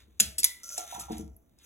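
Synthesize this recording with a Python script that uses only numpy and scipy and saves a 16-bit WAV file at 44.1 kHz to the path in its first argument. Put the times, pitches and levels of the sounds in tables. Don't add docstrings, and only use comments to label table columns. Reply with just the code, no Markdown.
import sys
import numpy as np
from scipy import signal
from scipy.fft import rfft, irfft
from scipy.io import wavfile
from scipy.ndimage import uniform_filter1d

SR = 44100
rng = np.random.default_rng(int(sys.argv[2]) if len(sys.argv) > 2 else 0)


def wav_out(sig):
    wavfile.write(sys.argv[1], SR, np.round(np.clip(np.atleast_2d(sig).T, -1, 1) * 32767).astype(np.int16))


N = 72765

# start in seconds, level in dB, chatter length in seconds, centre of the bright
# band in Hz, spread of that band in Hz.
CHATTERS = [(0.1945, -34.5, 0.002, 6500, 1510), (0.1995, -14, 0.0055, 6000, 6050),
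            (0.2046, -14, 0.0032, 7960, 4930), (0.3822, -27.5, 0.025, 8620, 4320),
            (0.4313, -23.5, 0.0053, 6300, 4400), (0.4428, -12, 0.0052, 9500, 4700),
            (0.691, -34.5, 0.0023, 7000, 1100), (0.779, -28, 0.0058, 7170, 2240),
            (0.996, -40, 0.022, 8400, 3900), (1.119, -48, 0.0089, 8120, 4100),
            (1.181, -42.5, 0.0016, 9150, 4090), (1.364, -52.5, 0.0024, 12590, 1540),
            (1.587, -59.5, .004, 6620, 3880)]
# pitch in Hz, relative level in dB.
TONGS_RING = [(2330, -6), (2700, -3), (3370, -3), (3980, -4), (5480, -4), (6160, -2), (6950, 3), (7170, 2),
              (10520, 3), (11500, 2)]
# frequency in Hz, relative level in dB.
CLATTER_COLOUR = [(900, -20.5), (3200, -6), (4700, -4.5), (7000, -5.5), (8900, -4), (10800, -3.5),
                  (13300, -8.5), (15000, -8.5)]
# start in seconds, level in dB.
JAR_BLOWS = [(.4425, -41.5)]
# pitch in Hz, relative level in dB, 60 dB decay time in seconds.
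JAR_MODES = [(950, -10, .25), (2000, 0, .45), (2100, -4, .3)]
# time in seconds, drag level in dB,
# level of the 2-4 kHz rasp against the rest in dB.
SCRAPE_LEVELS = [(0.0, -69.5, 19.5), (.07, -82.5, 9.5), (.63, -66.5, 12), (.634, -36.5, -22),
                 (.67, -47, -29), (.73, -37.5, -73), (.77, -41.5, 1), (.8, -37, -3.5), (.86, -51.5, 2),
                 (.9, -45, 4), (.95, -43.5, 3), (.98, -53, 2.5), (1.02, -43, -1.5), (1.08, -58.5, 1),
                 (1.13, -56.5, 15.5), (1.2, -51.5, -1.5), (1.29, -77, -18), (1.58, -88, 15.5),
                 (1.6, -78.5, 22), (1.65, -51, -2)]
# centre in Hz, width in Hz, level in dB before the width make-up.
DRAG_RESONANCES = [(630, 45, -23), (1373, 32, -15.5), (2058, 2300, -11.5), (3663, 400, -11.5),
                   (6080, 250, -11.5), (6295, 370, -7.5), (7200, 900, -9), (8500, 1200, -20),
                   (10000, 2500, -8.5)]
# start in seconds, level in dB, favoured pitch in Hz.
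PAN_KNOCKS = [(.779, -29, 660), (.925, -32.5, 852), (.956, -34.5, 874), (1.005, -38, 1165),
              (1.084, -40, 840), (1.106, -35.5, 804)]
# pitch in Hz, relative level in dB, 60 dB decay time in seconds.
PAN_MODES = [(716, -3, .1), (790, 0, .06), (930, -1, .055), (1244, -6, .1)]
# start in seconds, level in dB, favoured pitch in Hz.
STOVE_THUMPS = [(0.076, -56, 275), (.202, -47.5, 478.7), (0.21, -38, 187), (0.249, -35.5, 106.7),
                (.388, -49.5, 326.4), (.779, -45, 433), (0.948, -40.5, 116), (.975, -45.5, 330),
                (1.007, -36, 100), (1.1, -28, 309), (1.122, -32.5, 258.7), (1.191, -34, 276),
                (1.234, -42, 212), (1.511, -62.5, 192)]
# pitch in Hz, relative level in dB, 60 dB decay time in seconds.
STOVE_MODES = [(121, -9.5, 0.083), (168, -6, 0.17), (211, 1.5, 0.12), (325, -6.5, 0.28), (438, -4, 0.24),
               (642, -4, 0.78)]
# time in seconds, level in dB.
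HUM_LEVELS = [(0.0, -61), (.19, -64.5), (.27, -46.5), (.38, -59), (.62, -74), (.93, -66), (1.03, -55),
              (1.15, -49), (1.21, -45), (1.33, -50.5), (1.45, -76), (1.65, -68.5)]
# frequency in Hz, 60 dB decay time in seconds.
KITCHEN_DECAY = [(300, 0.44), (2000, 0.38), (5000, 0.19), (12000, 0.057)]
# frequency in Hz, relative level in dB per Hz.
AIR_COLOUR = [(30, 0.5), (300, -2.5), (900, -15.5), (1500, -23), (5000, -38), (11000, -27.5),
              (16000, -23.5)]

TICKS_PER_S, FIRST_TICK = 6000, 4.5
RING_T60, CLATTER_T60, CLATTER_DB = .04, .02, 5
RATTLE_DB, RATTLE_T60 = -19.5, 0.31
SPOT_DB = 2.0
GRIT_PER_S, GRIT_DB = 6000, 2.0
PAN_FOCUS_DB, STOVE_FOCUS_DB = 90, 22
BLOW_RISE_S = .003
HUM_HZ, HUM_WIDTH_HZ = 65, 12
AIR_DB = -69
WET_DB, WET_SAME = -11.0, .5
PORT_LAG_S, PORT_FLIP_HZ = 0.0002234, 500
EDGE_HZ = 16200


def amp(db):
    return 10 ** (np.asarray(db) / 20)


def evened(x):
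    return x / np.sqrt(np.mean(x ** 2) + 1e-20)


def read(points, hz):
    f, value = np.transpose(points)
    return np.interp(np.log(hz + 1), np.log(f + 1), value)


def curve(points, column=1):
    rows = np.array(points)
    return np.interp(np.arange(N) / SR, rows[:, 0], rows[:, column])


def add(mix, s, sound):
    part = mix[round(s * SR):][:len(sound)]
    part += sound[:len(part)]


def shaped(x, gain):
    return irfft(rfft(x) * gain(np.fft.rfftfreq(len(x), 1 / SR)), len(x))


def fade(length, t60):
    return amp(-60 * np.arange(length) / SR / t60)


def resonate(x, hz, width_hz):
    r = np.exp(-np.pi * width_hz / SR)
    return signal.lfilter([1 - r, 0, r - 1], [1, -2 * r * np.cos(2 * np.pi * hz / SR), r * r], x)


def struck(modes, spot_db, split):
    t = np.arange(SR // 2) / SR
    spot = rng.standard_normal((len(modes), 4))
    ring = np.zeros(len(t))
    for (hz, db, t60), s in zip(modes, spot):
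        pitches = hz * (1 + split * s[1:, None])
        cluster = np.sin(2 * np.pi * pitches * t).sum(0) / 2
        ring += amp(db + spot_db * s[0] - 60 * t / t60) * cluster
    return ring


def tick_chatter(level_db, length, centre_hz, spread_hz):
    t = np.arange(1024) / SR
    strength = .5 + (rng.random(1024) < TICKS_PER_S / SR)
    ticks = rng.standard_normal(1024) * strength * (t < length) * np.exp(-t / length)
    ticks[0] = FIRST_TICK

    def colour(hz):
        return amp(read(CLATTER_COLOUR, hz))

    def bright(hz):
        return np.exp(-.5 * ((hz - centre_hz) / spread_hz) ** 2) * hz / (hz + 1200)

    ring = struck([(hz, db, RING_T60) for hz, db in TONGS_RING], SPOT_DB, split=.012)
    clatter = rng.standard_normal(len(ring)) * fade(len(ring), CLATTER_T60)
    body = evened(ring) + amp(CLATTER_DB) * evened(shaped(clatter, colour))
    chatter = np.pad(signal.fftconvolve(ticks, body), (64, 0))
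    chatter = shaped(chatter, bright)[64:64 + SR // 2]
    chatter /= np.sqrt(np.mean(chatter[:round(length * SR)] ** 2))

    noise = rng.standard_normal(len(chatter))
    rattle = evened(shaped(noise, lambda hz: bright(hz) * colour(hz)))
    rattle *= amp(RATTLE_DB) * fade(len(chatter), RATTLE_T60)
    return amp(level_db) * (chatter + rattle)


def jar_ring(level_db):
    return amp(level_db) * struck(JAR_MODES, 1, split=.012)


def tongs_scrape():
    lift = amp(GRIT_DB * np.minimum(rng.exponential(1, N), 4))
    grains = lift * (rng.random(N) < GRIT_PER_S / SR)
    grit = rng.standard_normal(N) * (.5 + grains)
    wander_db = 2.0 * evened(uniform_filter1d(rng.standard_normal(N), 200))
    grit *= amp(wander_db + curve(SCRAPE_LEVELS)) / np.std(grit)
    rasp = grit * amp(curve(SCRAPE_LEVELS, column=2))
    drag = np.zeros(N)
    for hz, width_hz, db in DRAG_RESONANCES:
        source = rasp if 1600 < hz < 5000 else grit
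        drag += amp(db) * resonate(source, hz, width_hz) * np.sqrt(900 / width_hz)
    return 3.0 * drag


def soft_blow(modes, focus_db, level_db, favoured_hz):
    near = [(hz, db - focus_db * np.log2(hz / favoured_hz) ** 2, t60) for hz, db, t60 in modes]
    ring = struck(near, 2, split=.025)
    rise = 1 - np.exp(-np.arange(len(ring)) / SR / BLOW_RISE_S)
    return amp(level_db) * ring * rise


def pan_knock(level_db, favoured_hz):
    return soft_blow(PAN_MODES, PAN_FOCUS_DB, level_db, favoured_hz)


def stove_thump(level_db, favoured_hz):
    return soft_blow(STOVE_MODES, STOVE_FOCUS_DB, level_db, favoured_hz)


def stove_hum():
    narrow = resonate(rng.standard_normal(N), HUM_HZ, HUM_WIDTH_HZ)
    narrow = resonate(narrow, HUM_HZ, 2 * HUM_WIDTH_HZ)
    power = uniform_filter1d(narrow ** 2, 3000)
    steady = narrow / np.sqrt(power + .1 * np.mean(narrow ** 2))
    return amp(curve(HUM_LEVELS)) * evened(steady)


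def kitchen(x):
    taps = np.zeros((2, SR // 2))
    slots = np.arange(200, SR // 2 - 20, 20)
    at = slots + rng.integers(0, 20, (2, len(slots)))
    signs = rng.choice([-1., 1.], (2, len(slots)))
    np.put_along_axis(taps, at, signs, 1)
    taps[1] = WET_SAME * taps[0] + np.sqrt(1 - WET_SAME ** 2) * taps[1]
    hz, t, bands = signal.stft(taps, SR, nperseg=256)
    bands = bands * amp(-60 * t / read(KITCHEN_DECAY, hz)[:, None])
    tail = signal.istft(bands, SR, nperseg=256)[1]
    return signal.fftconvolve(x[None], tail / np.linalg.norm(tail[0]), axes=1)[:, :N]


def room_tone():
    a, b = rng.standard_normal((2, N))
    ports = [shaped(v, lambda hz: amp(read(AIR_COLOUR, hz))) for v in (a, 0.52 * a + 1.2 * b)]
    return amp(AIR_DB) * evened(np.array(ports))


def scene():
    tongs, pan, stove = tongs_scrape(), np.zeros(N), np.zeros(N)
    for s, *row in CHATTERS:
        add(tongs, s, tick_chatter(*row))
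    for s, db in JAR_BLOWS:
        add(tongs, s, jar_ring(db))
    for s, *row in PAN_KNOCKS:
        add(pan, s, pan_knock(*row))
    for s, *row in STOVE_THUMPS:
        add(stove, s, stove_thump(*row))
    near = tongs + pan * amp([[-2.5], [2.5]]) + (stove + stove_hum()) * amp([[1.1], [-1.1]])
    return near + amp(WET_DB) * kitchen(tongs + 1.8 * pan + .6 * stove) + room_tone()


def record(dry):
    def flip(hz):
        late_inverted = np.pi - 2 * np.pi * hz * PORT_LAG_S
        above_bass = hz ** 2 / (hz ** 2 + PORT_FLIP_HZ ** 2)
        return np.exp(1j * late_inverted * above_bass)

    right = shaped(np.pad(dry[1], (0, 2047)), flip)[:N]
    ports = np.array([dry[0], right])
    low_pass = signal.firwin(255, EDGE_HZ, window=("kaiser", 9), fs=SR)
    return signal.oaconvolve(ports, low_pass[None], "same")


dry = scene()
out = record(dry)
wav_out(out)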